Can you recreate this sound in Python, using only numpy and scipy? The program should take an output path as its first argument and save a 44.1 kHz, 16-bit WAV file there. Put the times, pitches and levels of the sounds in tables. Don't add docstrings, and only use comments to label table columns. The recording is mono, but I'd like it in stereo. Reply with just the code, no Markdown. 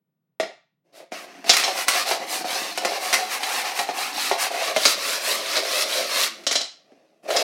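import sys
import numpy as np
from scipy import signal
from scipy.fft import rfft, irfft, next_fast_len
from scipy.io import wavfile
from scipy.ndimage import uniform_filter1d, map_coordinates

SR = 44100
rng = np.random.default_rng(int(sys.argv[2]) if len(sys.argv) > 2 else 0)


def to_wav(s):
    ch = np.atleast_2d(s).T
    pcm = np.round(np.clip(ch, -1, 1) * 32767)
    wavfile.write(sys.argv[1], SR, pcm.astype(np.int16))


N = 327663


def amp(db):
    return 10 ** (np.asarray(db) / 20)


def unit(x):
    return x / np.sqrt(np.mean(x ** 2) + 1e-20)


def burst(x):
    return x * np.sqrt(0.02 * SR / np.sum(x ** 2))


def along(points, hz):
    point_hz, values = np.transpose(points)
    return np.interp(np.log(hz + 1), np.log(point_hz + 1), values)


def wobble(rate):
    knots = rng.standard_normal(int(N * rate / SR) + 4)
    return map_coordinates(knots, [np.arange(N) * rate / SR])


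def contacts(rate, spread_db):
    hits = rng.random(N) < rate / SR
    sign = rng.choice([-1, 1], N)
    return hits * sign * amp(spread_db * rng.standard_normal(N))


def filtered(x, response):
    m = next_fast_len(len(x) + SR // 10)
    return irfft(rfft(x, m) * response(np.fft.rfftfreq(m, 1 / SR)), m)[:len(x)]


def coloured(x, spectrum):
    return filtered(x, lambda hz: amp(along(spectrum, hz)))


def skirts(hz, modes):
    edges_hz = np.clip([modes[0][0] * 0.87, modes[-1][0] * 1.24], 20, SR / 2 - 1)
    band = signal.butter(2, edges_hz, 'band', fs=SR, output='sos')
    return signal.sosfreqz(band, hz, fs=SR)[1]


def ringing(x, modes):
    def response(hz):
        bank = sum(amp(db) * 1j * hz * width / (centre * centre - hz * hz + 1j * hz * width)
                   for centre, width, db in modes)
        return bank * skirts(hz, modes)
    return filtered(x, response)


# frequency in Hz, relative level in dB.
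QUIET_SPECTRUM = [(25, -19), (100, -7.5), (145, 9.5), (300, -8), (1000, -22.5), (4000, -33.5), (16000, -54)]


def quiet_room():
    return amp(-77.5) * unit(coloured(rng.standard_normal(N), QUIET_SPECTRUM))


# frequency in Hz, time to fall 60 dB in seconds.
ROOM_DECAY = [(150, 0.3), (400, 0.2), (1000, 0.35), (4000, 0.36), (8000, 0.28), (15000, 0.17)]


def room(x, wet_db):
    out = np.pad(x, (0, SR))
    size = SR // 3
    for start in range(0, N, size):
        hz, t, noise = signal.stft(rng.standard_normal(SR // 2), SR, nperseg=256)
        decay = amp(-60 * t / along(ROOM_DECAY, hz)[:, None])
        tail = signal.istft(noise * decay, SR, nperseg=256)[1]
        tail[:round(0.005 * SR)] = 0
        echo = signal.fftconvolve(x[start:start + size], tail / np.linalg.norm(tail))
        out[start:start + len(echo)] += amp(wet_db) * echo
    return out[:N]


def mirrored(x, share, delay_s, swing, rate):
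    lag_s = delay_s * np.exp(swing * wobble(rate))
    return x + share * map_coordinates(x, [np.arange(N) - SR * lag_s], order=3)


# start in seconds, length in seconds, share of the length at which it is fastest,
# top speed 0-1, force in dB, dice drive in dB over the force, air drive in dB over the force.
STROKES = [(0.847, 0.087, 0.71, 0.1, -73.5, -15, 9.5), (0.931, 0.11, 0.42, 0.77, -53, 4, 8),
           (1.119, 0.138, 0.22, 0.3, -38, -5.5, -0.5), (1.256, 0.3, 0.1, 0, -48.5, -15, 4.5),
           (1.463, 0.271, 0.25, 0.5, -26, 1, -3.0), (1.733, 0.12, 0.6, 0.69, -27.5, -1.5, 2.5),
           (1.872, 0.17, 0.71, 0.55, -24.0, 1.5, -4.5), (2.051, 0.13, 0.29, 0.8, -29.5, 4.5, 6),
           (2.196, 0.075, 0.51, 0.2, -36.0, -7, 8.5), (2.268, 0.167, 0.41, 0.9, -30.5, 1, -0.5),
           (2.448, 0.29, 0.27, 0.6, -29.5, 1.5, -2.5), (2.74, 0.075, 0.3, 0.5, -39.5, 5, -15),
           (2.814, 0.181, 0.85, 0.44, -31.5, 0.5, 8), (2.993, 0.34, 0.13, 0.71, -31, 0.5, 4.0),
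           (3.293, 0.099, 0.36, 0.67, -27, -2.0, 0.5), (3.399, 0.25, 0.72, 0.6, -27, -2, 1.5),
           (3.632, 0.105, 0.29, 0.35, -28.5, -1.5, 3), (3.735, 0.12, 0.48, 0.75, -30.0, -1.5, 2.5),
           (3.862, 0.075, 0.5, 0.2, -35.0, 0, 8), (3.936, 0.19, 0.4, 0.6, -28.5, -4, 2.5),
           (4.127, 0.242, 0.45, 0.74, -28.5, 2.5, 1), (4.376, 0.11, 0.44, 0.74, -24.5, -2, -1),
           (4.508, 0.23, 0.71, 0.4, -27.5, -2, 3.5), (4.745, 0.21, 0.76, 0.96, -27.0, 5.5, -7.5),
           (4.965, 0.26, 0.56, 0.73, -27.5, 2.0, -5), (5.187, 0.23, 0.5, 0.88, -27.5, 3.5, -3.5),
           (5.414, 0.2, 0.85, 0.5, -26.5, 2.5, -3.5), (5.617, 0.25, 0.84, 0.8, -26.5, 5.0, -3),
           (5.84, 0.24, 0.5, 0.7, -28, 3.5, -1.5), (6.066, 0.22, 0.75, 0.8, -24.5, 4, -7),
           (6.293, 0.17, 0.1, 0.1, -46, -2, -1), (6.71, 0.532, 0.41, 0.05, -68.5, -5.0, 9),
           (7.233, 0.063, 0.94, 0.1, -47, -19, 5), (7.284, 0.27, 0.35, 0.5, -29, 0.5, 9.5)]
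TURN_S = 0.016
STROKE_POINT = 1.13


def strokes():
    controls = np.zeros((5, N + SR))
    controls[0] = 1
    for s, length_s, fastest, top_speed, force_db, dice_db, air_db in STROKES:
        u = np.linspace(0, 1, round(length_s * SR))
        phase = np.interp(u, [0, np.clip(fastest, 0.05, 0.95), 1], [0, 0.5, 1])
        arc = np.abs(np.sin(np.pi * phase)) ** STROKE_POINT
        start = round(s * SR)
        span = slice(start, start + len(u))
        controls[:2, span] = 1 - arc, top_speed * arc
        controls[2:, span] = amp([[force_db], [force_db + dice_db], [force_db + air_db]])
    return uniform_filter1d(controls, round(TURN_S * SR), axis=1)[:, :N]


# frequency in Hz, relative level in dB.
RUMBLE_SPECTRUM = [(30, -23.5), (110, -24.5), (175, -7), (250, 1.5), (330, 7), (420, -2), (520, -13.5),
                   (900, -43.5)]
BOARDS_MAX_DB = -46.5
BOARDS_SLOW_DB, BOARDS_SPEED_DB = 3, -13.5


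def board_rumble(force, speed, bumpy_db=2.5):
    drag = force * amp(BOARDS_SLOW_DB + BOARDS_SPEED_DB * speed)
    limited = drag / np.hypot(1, drag / amp(BOARDS_MAX_DB))
    boards = limited * amp(bumpy_db * wobble(28))
    return amp(-2) * boards * unit(coloured(contacts(rate=900, spread_db=3.0), RUMBLE_SPECTRUM))


# frequency in Hz, relative level in dB.
HISS_SPECTRUM = [(2000, -43.5), (5000, 2.5), (7000, 4), (9000, 4), (11500, 2), (14000, -2.5), (16000, -8.5)]
HISS_SPEED_DB = 17.5


def rim_hiss(force, speed):
    hiss = force * amp(HISS_SPEED_DB * (speed - 1))
    return amp(1.0) * hiss * unit(coloured(contacts(rate=16000, spread_db=4.5), HISS_SPECTRUM))


# frequency in Hz, relative level in dB.
SCRAPE_SPECTRUM = [(500, -50.5), (900, -3), (1100, 3.5), (1550, -1), (2000, 2.5), (2700, 2), (3400, -6.5),
                   (6000, -6.5), (12000, -41.5)]
SCRAPE_TURN_DB = 9.5


def rim_scrape(force, slowness):
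    scrape = force * amp(-SCRAPE_TURN_DB * slowness)
    return amp(-1.09) * scrape * unit(coloured(contacts(rate=4000, spread_db=2.5), SCRAPE_SPECTRUM))


# frequency in Hz, width in Hz, relative level in dB.
DICE_MODES = [(3290, 400, -0.5), (3820, 510, 0), (4136, 210, 6), (4606, 360, 1), (5060, 430, -1.5),
              (5400, 320, -1.5), (5920, 180, -5.5), (6500, 250, -5.5)]
DICE_TURN_DB = 10


def whirl(drive, slowness, waver_db=3.0):
    lowest_hz = DICE_MODES[0][0]
    sound = np.zeros(N)
    for hz, width_hz, db in DICE_MODES:
        damped = (hz, width_hz * 3.0, db - 4.5 * np.log2(hz / lowest_hz))
        ticks = contacts(rate=900, spread_db=4.5)
        sound += amp(waver_db * wobble(35)) * ringing(ticks, [damped])
    return amp(-4.0 - DICE_TURN_DB * slowness) * drive * unit(sound)


# time in seconds, pitch in Hz.
AIR_PITCH = [(0.4, 621), (1.0, 630), (1.5, 717), (1.8, 712), (2.6, 718), (2.9, 693), (3.4, 767), (3.9, 763),
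             (4.35, 756), (4.65, 685), (4.9, 605), (5.3, 629), (5.65, 625), (5.95, 611), (6.5, 660),
             (7.4, 644)]


def air_pitch(seconds):
    return np.interp(seconds, *np.transpose(AIR_PITCH))


def cavity(pitch_hz, tilt_db=8.5):
    tilt = (pitch_hz - 600) / 100
    return [(435, 60, -7.0 - 1.0 * tilt_db * tilt),
            (555, 62, -1.5 - 0.84 * tilt_db * tilt),
            (pitch_hz, 72, 0)]


AIR_TURN_DB = 3.5


def hoot(drive, slowness, flare_db=2.53):
    stir = contacts(rate=1600, spread_db=4.5)
    pitch_hz = air_pitch(np.arange(N) / SR)
    centres_hz, step_hz = np.linspace(540, 840, 7, retstep=True)
    air = np.zeros(N)
    for hz in centres_hz:
        share = np.clip(1 - abs(pitch_hz - hz) / step_hz, 0, 1)
        air += share * ringing(stir, cavity(hz))
    return amp(-4.5 - AIR_TURN_DB * slowness + flare_db * wobble(22)) * drive * unit(air)


def strike(modes, t, chatter, peak_s):
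    swell = t / peak_s * np.exp(1 - t / peak_s)
    blow = chatter * swell * rng.standard_normal(len(t))
    blow[0] += 1
    chance = rng.standard_normal((len(modes), 2)) * [0.02, 3]
    varied = [(hz * (1 + detune), width, db + extra_db)
              for (hz, width, db), (detune, extra_db) in zip(modes, chance)]
    return burst(ringing(blow, varied))


# frequency in Hz, width in Hz, relative level in dB.
FLOOR_MODES = [(189, 12, -14), (250, 74, -3.5), (307.6, 110, 11)]
WALL_MODES = [(1110, 150, -14.5), (1270, 800, -1), (1400, 270, 0.5), (1823, 140, 1.5), (2036, 350, 6.5),
              (2340, 200, -1.5), (2800, 230, -16)]
# frequency in Hz, relative level in dB.
CRACK_SPECTRUM = [(300, -35), (1500, -7), (5000, 5), (7500, 3), (9500, 4.5), (12000, -2.5), (16000, -10.5)]


def knock(s, floor_db, air_db, wall_db, dice_db, crack_db):
    t = np.arange(SR // 8) / SR
    floor = amp(floor_db - 1.5) * strike(FLOOR_MODES, t, chatter=0.0055, peak_s=0.0026)
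    air = amp(air_db - 1.5) * strike(cavity(air_pitch(s)), t, chatter=0.05, peak_s=0.004)
    wall = amp(wall_db - 1.0) * strike(WALL_MODES, t, chatter=0.08, peak_s=0.0033)
    dice = amp(dice_db - 1.5) * strike(DICE_MODES, t, chatter=0.15, peak_s=0.0051)
    snap = amp(-60 * t / 0.0019) + 0.5 * amp(-60 * t / 0.07)
    crack = amp(crack_db) * burst(coloured(rng.standard_normal(len(t)) * snap, CRACK_SPECTRUM))
    return floor + air + wall + dice + crack


def blend(mix, share):
    return np.dot(mix, [1 - share, share])


# start in seconds,
# strength in dB, hardness 0-1, thump of the boards in dB.
FLOOR_KNOCKS = [(0.3992, -20, 0.48, -39.5), (0.429, -30, 0.36, -41), (1.002, -41.5, 0.12, -67),
                (1.1197, -33, 0.58, -42.5), (1.443, -36, 0.68, -49), (1.679, -23.5, 0.6, -60.0),
                (1.952, -26.5, 0.83, -47), (2.112, -21.5, 0.8, -50), (2.408, -38.0, 0.21, -42.0),
                (2.444, -28, 0.31, -39), (2.616, -38, 0.1, -39.5), (2.7757, -27.5, 1.0, -59),
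                (2.849, -22.5, 0.91, -37), (3.7904, -24.5, 0.86, -43.0), (3.889, -24, 0.27, -42),
                (4.313, -17, 0.4, -38.5), (4.542, -27.5, 0.58, -53), (4.763, -18.5, 0.77, -33.0),
                (5.652, -30.5, 0.82, -58.0), (6.919, -55, 0.3, -54), (7.3046, -23.5, 0.67, -60.0),
                (7.398, -29.5, 0.69, -46.0)]
# level over the strength in dB if soft, in dB if hard.
FLOOR_KNOCK_MIX = [(-14.5, -1.5), (-22.5, -1.5), (-42, -6)]


def floor_knocks():
    out = np.zeros(N + SR)
    for s, db, hardness, thump_db in FLOOR_KNOCKS:
        wall_db, dice_db, crack_db = db + blend(FLOOR_KNOCK_MIX, hardness)
        out[round(s * SR):][:SR // 8] += knock(s, thump_db, db, wall_db, dice_db, crack_db)
    return out[:N]


# start in seconds, strength in dB, place from 0 = flat on another die
DICE_HITS = [(0.4065, -34, 0.32), (1.4943, -6.5, 0.1), (1.503, -21, 0.4), (1.535, -18.5, 0.83),
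             (1.5684, -17, 0.89), (1.598, -21.5, 0.72), (1.638, -18, 0.04), (1.8832, -15, 1.0),
             (1.89, -27, 0.92), (3.1288, -14, 0.64), (3.14, -15, 0.79), (3.432, -21, 0.59),
             (4.8537, -7.5, 0.35), (4.861, -31, 0.57), (5.566, -17.5, 0.39), (6.437, -43, 0.55),
             (6.467, -16.5, 0.079), (6.512, -17, 0.3), (6.5268, -24, 0.73), (6.555, -15.5, 0.05),
             (6.61, -25, 0.02), (7.364, -16, 0.08)]
# level over the strength in dB on a die, in dB on the edge.
DICE_MIX = [(-25.5, -30.5), (-12, -21), (-15, -3.5), (-1.5, -10.5), (-27, -4)]


def dice_hits():
    out = np.zeros(N + SR)
    for s, db, place in DICE_HITS:
        out[round(s * SR):][:SR // 8] += knock(s, *(db + blend(DICE_MIX, place)))
    return out[:N]


def scene():
    slowness, speed, force, dice_drive, air_drive = strokes()
    rim = board_rumble(force, speed) + rim_hiss(force, speed) + rim_scrape(force, slowness)
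    rattle = rim + whirl(dice_drive, slowness)
    bounced = mirrored(rattle, share=0.37, delay_s=0.0016, swing=0.25, rate=7)
    sliding = bounced + hoot(air_drive, slowness)
    knocks = floor_knocks() + dice_hits()
    mono = quiet_room() + room(sliding, wet_db=-9) + room(knocks, wet_db=-4.5)
    return np.array([mono, mono])


TOP_HZ = 15950


def record(dry, bass_cut_hz=140):
    bass_cut = signal.butter(3, bass_cut_hz, 'high', fs=SR, output='sos')
    thin = signal.sosfilt(bass_cut, dry)
    squashed = thin / (1 + thin ** 6) ** (1 / 6)
    faded = squashed * np.minimum(1, np.arange(N)[::-1] / (0.006 * SR))
    return np.array([filtered(x, lambda hz: hz < TOP_HZ) for x in faded])


dry = scene()
out = record(dry)
to_wav(out)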